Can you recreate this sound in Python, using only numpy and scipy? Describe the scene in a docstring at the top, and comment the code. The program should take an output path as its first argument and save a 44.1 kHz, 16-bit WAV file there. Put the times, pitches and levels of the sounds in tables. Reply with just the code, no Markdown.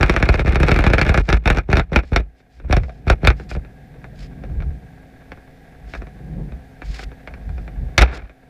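"""A rattle of jerky knocks under water thins out into a quiet, humming descent that ends in a hard clank.
A camera in a sealed housing, fixed to a weighted pot, is let down on a line that slips and catches.
Each knock runs down the line as a fast falling chirp and shakes the housing; slips grind and swish.
Filtered noise makes flow rumble, hiss and grit; sines make hum and bubbles; the landing is clanks and crunch."""
import sys
import numpy as np
from scipy import signal
from scipy.fft import rfft, irfft, next_fast_len
from scipy.io import wavfile
from scipy.ndimage import uniform_filter1d

SR = 44100
rng = np.random.default_rng(int(sys.argv[2]) if len(sys.argv) > 2 else 0)


def digitize_waveform(pressure):
    """Quantize a signal to 16-bit integers and store it at the path in sys.argv[1].

    Rows of a 2-D input are taken as channels; values are limited to [-1, 1].
    """
    field = np.atleast_2d(pressure).T
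    bounded = np.clip(field, -1, 1)
    quanta = np.round(bounded * 32767).astype(np.int16)
    wavfile.write(sys.argv[1], SR, quanta)


N = 374409
TIME = np.arange(N) / SR  # s
KNOCK_SIZE = 8192  # samples

# the line catching, and light taps on the frame: (time [s], strength [dB], contact softness [0-1])
KNOCKS = [(.0098, -15.5, 0.13), (.03, -5, 0.16), (.0965, -5.5, 0.16), (0.1399, -15, 0.3), (.164, -10.5, .1),
          (0.2269, -5.5, 0.24), (.29, -5.5, 0.24), (.342, -9.5, 0.22), (0.3945, -10.5, 0.24),
          (0.4795, -9.5, 0.35), (0.5316, -14.5, 0.45), (.5572, -7.5, 0.23), (.602, -7, 0.33),
          (0.6321, -6.5, 0.29), (.6842, -10.5, 0.11), (.6925, -9, 0.3), (0.7164, -6, 0.19),
          (0.7621, -8.5, 0.27), (0.79, -7, 0.26), (0.8407, -10, 0.17), (.866, -5.5, 0.24),
          (0.9013, -11, 0.32), (0.9353, -6, 0.14), (0.9827, -12.5, 0.08), (0.9918, -11.5, 0.22),
          (1.0147, -6.5, .15), (1.0656, -13, 0.23), (1.0932, -7, 0.24), (1.1439, -11.5, 0.11),
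          (1.1762, -6, 0.23), (1.29, -10.5, 0.2), (1.3019, -15, 0.11), (1.3279, -7, 0.14),
          (1.3438, -19, 0.13), (1.458, -15, 0.13), (1.4763, -12, 0), (1.502, -6.5, 0.13),
          (1.572, -9.5, 0.34), (1.585, -15.5, 0.09), (1.7297, -5.5, 0.23), (1.7563, -16, 0.21),
          (1.77, -9, 0.12), (1.784, -12, .4), (1.7963, -13.5, 0.06), (1.9608, -3.5, 0.17),
          (1.9899, -17.5, 0.11), (2.035, -29, 0.33), (2.162, -8, .08), (2.1967, -18, 0.48),
          (2.403, -45.5, 0.22), (2.6, -36, 0.25), (2.647, -30, 0.7), (2.727, -6, 0.19), (2.7676, -8, 0.31),
          (2.835, -28.5, .2), (2.895, -28.5, 0.3), (3.1003, -4.5, .1), (3.119, -16, 0.6),
          (3.2499, -11.5, 0.18), (3.2733, -4.5, 0.04), (3.3032, -13, 0.15), (3.3987, -22.5, .4),
          (3.514, -22, 0.24), (3.551, -22.5, 0.28), (3.565, -19.5, 1), (3.649, -36.5, 0.19),
          (4.043, -31, 0.15), (4.4375, -23.5, 0.44), (4.4992, -35, .45), (4.604, -34.5, 0.1),
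          (4.6228, -31, 0.18), (5.3192, -26.5, .2), (5.3743, -34, 0.37), (5.9374, -26.5, 0.02),
          (5.951, -28, 0.03), (6.0199, -24.5, 0.36), (6.07, -33.5, 0.23), (6.5218, -29, 0.37),
          (6.8198, -26, 0.19), (6.993, -28.5, 0.13), (7.03, -32, 0.15), (7.117, -30.5, 0.36),
          (7.275, -30, 0), (7.3391, -35, 0.04), (7.493, -37.5, 0.11), (7.5808, -28.5, 0.39),
          (7.6788, -29.5, .25), (8.2957, -40, 0.08)]
# the line slips and grinds over the rim: (start [s], length [s], relative grinding level [dB])
SLIDES = [(.003, 0.42, -28.5), (0.448, 0.76, -26), (1.284, 0.092, -31), (1.457, .13, -28.5),
          (1.689, 0.11, -31), (1.9194, 0.063, -30.5), (2.12, 0.077, -36.5), (2.698, 0.079, -35),
          (3.069, 0.073, -31.5), (3.232, 0.078, -34.5)]
# steady background, faint while the line is jerking: (time [s], relative level [dB])
STILL_LEVELS = [(0, -60), (2.3, -57.5), (3.4, -49), (4, -47.5), (7.95, -45.5), (8.1, -51.5), (8.49, -51)]


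def from_db(db):
    """Amplitude ratio of a level in dB."""
    return 10 ** (np.asarray(db) / 20)


def rms_one(x):
    """x scaled to rms 1."""
    return x / np.sqrt(np.mean(x ** 2) + 1e-20)


def db_over_time(points):
    """A level curve in dB, sample by sample."""
    s, db = np.transpose(points)
    return np.interp(TIME, s, db)


def bins(size):
    """Frequencies of a spectrum in Hz, kept above zero."""
    return np.maximum(np.arange(size // 2 + 1) * SR / size, 1)


def at_hz(points, hz):
    """A spectrum in dB, joined by lines on a log-frequency axis."""
    f, db = np.transpose(points)
    return np.interp(np.log(hz), np.log(f), db)


def boosts(resonances, hz):
    """Gain in dB of a set of bell-shaped resonances."""
    return sum(db / (1 + (2 * (hz - f) / width) ** 2) for f, width, db in resonances)


def high_pass(hz, corner_hz):
    """First-order response that thins the lows."""
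    return 1j * hz / (1j * hz + corner_hz)


def low_pass(hz, corner_hz):
    """First-order response that dulls the highs."""
    return 1 / (1 + 1j * hz / corner_hz)


def causal(db):
    """The minimum-phase filter with this gain: it rings only after it is struck."""
    log_gain = np.log(from_db(np.r_[db, db[-2:0:-1]]))
    return np.exp(np.conj(signal.hilbert(log_gain)))[:len(db)]


def shaped(x, response):
    """x through a filter given as a function of Hz; rms 1."""
    size = 2 * next_fast_len(N // 2 + KNOCK_SIZE)
    return rms_one(irfft(rfft(x, size) * response(bins(size)))[:N])


def noise(spectrum):
    """Noise of a given colour; rms 1."""
    return shaped(rng.standard_normal(N), lambda hz: from_db(at_hz(spectrum, hz)))


def drift(rate_hz):
    """Slow random wander, a new target rate_hz times a second; rms 1."""
    steps = rng.standard_normal(N // 10)
    return rms_one(np.interp(TIME * rate_hz, np.arange(len(steps)), steps))


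def steadied(x, window_s):
    """Evens out the chance swells of a noise."""
    return x / np.sqrt(uniform_filter1d(x ** 2, int(window_s * SR)) + 0.018)


def swell(peak_s, rise_s, fall_s):
    """Grows to 1 and dies away, by 60 dB in the times given."""
    distance = np.maximum((peak_s - TIME) / rise_s, (TIME - peak_s) / fall_s)
    return from_db(-60 * np.minimum(distance, 3))


def burst(rise_s, t60_s):
    """Spectrum of a short run of random echoes, energy 1."""
    t = np.arange(KNOCK_SIZE) / SR
    envelope = (1 - np.exp(-t / rise_s)) * np.exp(-np.log(1000) * t / t60_s)
    x = rng.standard_normal(KNOCK_SIZE) * envelope
    return rfft(x / np.linalg.norm(x))


def path(hz):
    """From contact to microphone: bending waves (speed rises as the root of Hz), then frame and housing."""
    # frame spectrum: (frequency [Hz], gain [dB])
    frame_spectrum = [(15, -19), (30, -3), (50, 11.5), (85, 2.5), (115, -2.5), (145, 0), (240, -10),
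                      (330, -8), (750, -15), (1020, -26.5), (2600, -30), (2950, -37), (5500, -47.5),
                      (15000, -81)]
    # resonances of the housing: (frequency [Hz], width [Hz], boost [dB])
    housing_modes = [(1435, 554, 10), (1711, 94, 5), (2308, 570, 9.5), (3660, 450, 8), (4310, 290, 5),
                     (5540, 610, 5), (11600, 2500, 7.5)]
    travel_1khz_s = .0036
    lag_s = travel_1khz_s * np.sqrt(1000 / hz)
    resonance = causal(at_hz(frame_spectrum, hz) + boosts(housing_modes, hz))
    return resonance * np.exp(-4j * np.pi * hz * lag_s)  # 4 pi: lag_s is the group delay


def background(hiss_db=-1.5, hum_db=44.5, waver_db=1.5, waver_radians=.3):
    """Hollow hiss of the closed housing with the camera's faint hum and whine."""
    # hiss spectrum: (frequency [Hz], density [dB/Hz, relative])
    still_spectrum = [(150, 0.5), (310, -9.5), (520, -6), (600, -19), (760, -5), (1050, -28), (1450, -20),
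                      (1900, -15.5), (2350, -19.5), (2900, -27), (4300, -29.5), (6500, -35.5), (11000, -39),
                      (15500, -44.5)]
    # narrow bands that sing: (frequency [Hz], width [Hz], boost [dB])
    whine_bands = [(1640, 120, 8.5), (3570, 230, 3.5), (6000, 250, 1), (10000, 120, 9.5), (13800, 700, 10)]
    # camera hum: (frequency [Hz], relative rms level [dB])
    hum_tones = [(263.8, -52.5), (463, -71), (532.9, -66), (662.1, -61.5), (732.1, -58), (796.7, -73),
                 (1622, -67), (2369, -81)]
    hiss = shaped(rng.standard_normal(N),
                  lambda hz: from_db(at_hz(still_spectrum, hz) + boosts(whine_bands, hz)))
    hum = np.zeros(N)
    for hz, db in hum_tones:
        amplitude = np.sqrt(2) * from_db(db + waver_db * drift(6.2))
        hum += amplitude * np.sin(2 * np.pi * hz * TIME + waver_radians * drift(2.2))
    return from_db(db_over_time(STILL_LEVELS)) * (from_db(hiss_db) * hiss + from_db(hum_db) * hum)


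def flow(sway_db=-1.5, eddy_db=-0.5, shed_db=-17.0):
    """The pot shudders near 50 Hz while eddies flutter off its frame; the current and each swing drive both."""
    # speed of the water past the pot, as relative eddy level: (time [s], level [dB])
    current_levels = [(2.25, -64.5), (2.55, -63), (2.8, -51), (2.95, -44), (3.4, -38), (3.75, -45.5),
                      (4.64, -33.5), (4.92, -46), (5.45, -54), (6.12, -43.5), (6.4, -26), (6.66, -50.5),
                      (7.25, -47), (7.85, -38), (8.17, -44), (8.33, -71), (8.49, -50)]
    # the pot swings on its line: (time of peak [s], relative level [dB])
    swing_peaks = [(2.66, -25), (2.82, -19), (3.36, -36), (3.563, -22.5), (4.23, -31), (4.54, -21.5),
                   (4.61, -20.5), (4.69, -20), (5.32, -38.5), (5.86, -32), (6.0, -27.5), (6.54, -27.5),
                   (6.9, -21), (7.075, -26.5), (7.35, -31), (7.506, -19), (7.61, -24), (7.824, -15.5),
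                   (8.12, -25.5), (8.24, -33)]
    # shudder spectrum: (frequency [Hz], density [dB/Hz, relative])
    sway_spectrum = [(12, -41.5), (28, -16), (41, -7), (52, 3.5), (68, -6), (90, -19.5), (140, -27.5),
                     (400, -93)]
    # eddy spectrum: (frequency [Hz], density [dB/Hz, relative])
    eddy_spectrum = [(70, -25), (110, -4.5), (145, 2.5), (200, -7.5), (300, -16), (450, -20.5),
                     (700, -31.5), (1100, -41), (4000, -85.5)]
    recoil_db = -19.5  # the pot swings when a slip stops
    current = from_db(db_over_time(current_levels))
    recoils = [(s + length, recoil_db) for s, length, _ in SLIDES]
    swings = sum(from_db(db) * swell(s, rise_s=0.25, fall_s=0.28) for s, db in swing_peaks + recoils)
    sway_level = np.hypot(swings, from_db(sway_db) * current)
    eddy_level = np.hypot(from_db(shed_db) * swings, from_db(eddy_db) * current)
    sway = sway_level * steadied(noise(sway_spectrum), window_s=0.07)
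    eddies = eddy_level * steadied(noise(eddy_spectrum), window_s=0.073)
    return sway + eddies


def specks(per_s=60, spread_db=3.5, level_db=-10, low_hz=420, high_hz=1100):
    """Drifting grit patters dully on the housing: random smeared touches, following the background level."""
    sizes = from_db(spread_db * np.minimum(rng.exponential(1, N), 3))
    touches = sizes * (rng.random(N) < per_s / SR)
    touches = signal.fftconvolve(touches, irfft(burst(rise_s=.005, t60_s=.03)))[:N]
    patter = shaped(touches, lambda hz: path(hz) * high_pass(hz, low_hz) ** 2 * low_pass(hz, high_hz))
    return from_db(db_over_time(STILL_LEVELS) + level_db) * patter


def bubbles(rise_per_s=0.8, count=3, t60_s=.11):
    """Air leaves the pot in little clusters; each bubble rings briefly and rises in pitch."""
    # clusters: (time [s], centre frequency [Hz], level of each bubble [dB])
    clusters = [(2.83, 460, -42), (2.858, 490, -45), (2.885, 690, -34), (3.01, 420, -47), (3.8, 520, -50),
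                (3.957, 460, -42), (4.06, 650, -50), (4.13, 580, -48), (4.435, 530, -43)]
    out = np.zeros(N + KNOCK_SIZE)
    t = np.arange(KNOCK_SIZE) / SR
    fade = (1 - np.exp(-t / 0.00034)) * np.exp(-np.log(1000) * t / t60_s)
    for s, hz, db in clusters:
        for late_s, octaves in rng.uniform([-.006, -.1], [.012, .1], (count, 2)):
            at = int((s + late_s) * SR)
            tone = np.sin(2 * np.pi * hz * 2 ** octaves * t * (1 + rise_per_s * t))
            out[at:at + KNOCK_SIZE] += from_db(db) * fade * tone
    return out[:N]


def swish(rough_db=2.5, level_db=-5.0, dull_hz=7000, fullness=0.67):
    """Fine friction hiss that swells as the line picks up speed."""
    # soft swishes: (start [s], length [s], share of length spent rising [0-1], relative level [dB])
    smooth_runs = [(1.22, 0.1, 0.51, -48), (2.026, 0.13, 0.54, -53), (2.347, 0.077, 0.59, -61),
                   (2.488, 0.12, 0.63, -56.5), (2.798, 0.25, 0.16, -56), (3.35, .12, 0.26, -51.5),
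                   (3.488, 0.068, 0.22, -38.5), (4.146, 0.13, 0.72, -44), (5.856, .15, 0.52, -47),
                   (6.817, 0.231, 1, -37.5), (7.46, .22, .45, -59), (8.11, 0.07, 0.97, -36.5)]
    # hiss spectrum: (frequency [Hz], density [dB/Hz, relative])
    swish_spectrum = [(300, -25), (1000, -8), (2200, 2), (3000, -3), (4200, -1), (5200, 1), (5800, -6),
                      (7300, -6), (8500, -12), (11500, -15), (15000, -25)]
    level = np.zeros(N)
    for s, length, rising, db in smooth_runs:
        peak = np.clip(rising, .05, .95)
        level += from_db(db) * np.interp((TIME - s) / length, [0, peak, 1], [0, 1, 0]) ** fullness
    hiss = shaped(rng.standard_normal(N),
                  lambda hz: from_db(at_hz(swish_spectrum, hz)) / (1 + (hz / dull_hz) ** 2))
    return level * from_db(level_db + rough_db * drift(130)) * hiss


def grinding(force, slips_per_s, clump_db, spread_db, low_hz, bright_hz):
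    """Dense tiny slips of clumped strength travel the same path as the knocks."""
    size_db = spread_db * np.minimum(rng.exponential(1, N), 3) + clump_db * drift(150)
    sizes = from_db(size_db) * rng.choice([-1, 1], N)
    impulses = rms_one(sizes * (rng.random(N) < slips_per_s / SR))
    slips = force * steadied(impulses, window_s=0.056)
    sound = shaped(slips, lambda hz: path(hz) * high_pass(hz, low_hz) * low_pass(hz, bright_hz))
    return np.sqrt(np.mean(force ** 2)) * sound


def slides(slide_db=5.5, edge_s=0.013, snag_db=-11.0, scuff_db=-19.0, scuff_rise_s=0.13, scuff_fall_s=0.11):
    """The line grinds as it runs under load and scuffs around each catch; its fibres snag in bright scratches."""
    running = sum(from_db(db + slide_db) * ((TIME >= s) & (TIME < s + length))
                  for s, length, db in SLIDES)
    catches = np.zeros(N)
    for s, db, _ in KNOCKS:
        catches[int(s * SR)] = from_db(db + scuff_db)
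    scuff_shape = swell(0.5024, scuff_rise_s, scuff_fall_s)[:SR]
    scuffs = signal.fftconvolve(catches, scuff_shape, "same")
    force = np.hypot(uniform_filter1d(running, int(edge_s * SR)), scuffs)
    clump_db, spread_db = 4.5, 3.0
    grind = grinding(force, 1700, clump_db, spread_db, low_hz=60.4, bright_hz=5500)
    snags = grinding(force, 150, clump_db, spread_db, low_hz=7040, bright_hz=15000)
    scratches = signal.fftconvolve(snags, irfft(burst(rise_s=.003, t60_s=.014)))[:N]
    return grind + from_db(snag_db) * scratches


def landing(shudder_hz=59, shudder_db=0.0, shudder_t60_s=0.17, crunch_db=-11.5, crunch_t60_s=.07,
            press_s=.13, drag_db=-33.5, drag_s=0.13, drag_t60_s=0.35):
    """The pot crunches into the bed, shudders on a decaying sine and drags a little way."""
    touchdown_s, seated_s = 7.975, 8.025  # the pot meets the bed; its full weight arrives
    down = TIME > touchdown_s
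    # held at full level, then dying away
    drag = from_db(drag_db) * np.minimum(1, swell(seated_s + drag_s, np.inf, drag_t60_s))
    crunch = down * (from_db(crunch_db) * swell(seated_s, press_s, crunch_t60_s) + drag)
    bed = grinding(crunch, slips_per_s=5200, clump_db=3.5, spread_db=4.0, low_hz=750, bright_hz=6000)
    shudder = down * swell(seated_s, press_s, shudder_t60_s)
    return bed + from_db(shudder_db) * shudder * np.sin(2 * np.pi * shudder_hz * (TIME - touchdown_s))


def contact_point(hz, spread_db=3.0, count=24):
    """Each place of contact favours some of the frame's resonances over others."""
    centres_hz = np.geomspace(100, 10 ** 4, count)
    favour = np.interp(np.log(hz), np.log(centres_hz), rng.uniform(-1.66, 1, count))
    return from_db(spread_db * favour)


def blows():
    """Time and dB of the four parts for every blow: heavy ones thud, hard ones ring."""
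    # per part, (thud, hollow, ring, edge): weight in a hard knock of full strength [dB]
    touch_db = [-0.5, -5, 9.5, 0.5]
    # per part: growth with strength [dB/dB]; only heavy knocks shake the whole pot
    touch_growth = [1.506, 0.95, 1.02, 1.227]
    # per part: loss when the contact is fully soft [dB]
    soft_loss_db = [-11, 0, 36.5, 36]
    # per part: weight in a clank [dB]
    clank_db = [-11.5, -16, -0.5, -3]
    # every slip opens with a soft tug and a tick: (delay [s], strength [dB], softness [0-1])
    breakaway = [(0, -12.5, 0.8), (0.0127, -20, 0.18)]
    # the pot's rim strikes the bed, then its base: (time [s], strength [dB])
    clanks = [(7.98, 2), (7.983, -6), (7.9914, -7.5), (8.012, -8), (8.02, -3), (8.024, -9)]
    tugs = [(start + delay, db, soft) for start, _, _ in SLIDES for delay, db, soft in breakaway]
    out = []
    for s, db, soft in KNOCKS + tugs:
        change_db = db * np.array(touch_growth) - soft * np.array(soft_loss_db)
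        out.append((s, np.add(touch_db, change_db)))
    return out + [(s, np.add(clank_db, db)) for s, db in clanks]


def knocks(scatter_low_hz=200, scatter_high_hz=4000, scatter_db=-2.5, rasp_hz=3300, rasp_db=4.5,
           lead_s=.0026):
    """Each knock is a falling chirp ending in a thud; its top is a short rasp, and echoes scatter in the frame."""
    # centres of thud, hollow, ring and edge: (frequency [Hz])
    touch_hz = [75, 420, 2000, 4500]
    hz = bins(KNOCK_SIZE)
    bands = [np.interp(np.log(hz), np.log(touch_hz), row) for row in np.eye(len(touch_hz))]
    parts = path(hz) * bands
    parts = parts / np.abs(irfft(parts)).max(axis=1, keepdims=True)
    scattered = from_db(scatter_db) * high_pass(hz, scatter_low_hz) * low_pass(hz, scatter_high_hz)
    clean = 1 / (1 + (hz / rasp_hz) ** 4)
    tail_fade = np.cos(np.linspace(0, np.pi / 2, KNOCK_SIZE)) ** 2  # each knock fades smoothly to silence
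    out = np.zeros(N + KNOCK_SIZE)
    for s, part_db in blows():
        contact = clean + (1 - clean) * from_db(rasp_db) * burst(rise_s=0.0016, t60_s=0.013)
        echoes = scattered * burst(rise_s=.004, t60_s=.06)
        blow = contact_point(hz) * (from_db(part_db) @ parts)
        at = max(int((s - lead_s) * SR), 0)  # leads, to allow for the travel time
        out[at:at + KNOCK_SIZE] += irfft(blow * (contact + echoes)) * tail_fade
    return out[:N]


def scene():
    """The line, the landing, the water and the background, summed to one channel."""
    line = knocks() + slides() + swish()
    water = flow() + specks() + bubbles()
    return (line + landing() + water + background())[None]


def record(dry):
    """The hardest knocks overload the microphone, rounding towards 1; the top is cut."""
    rounded = dry / (1 + dry ** 6) ** (1 / 6)
    stopband_hz = 15900  # 70 dB down from here up
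    low_pass_sos = signal.cheby2(16, 70, stopband_hz, fs=SR, output="sos")
    return signal.sosfilt(low_pass_sos, rounded)


dry = scene()
out = record(dry)
digitize_waveform(out)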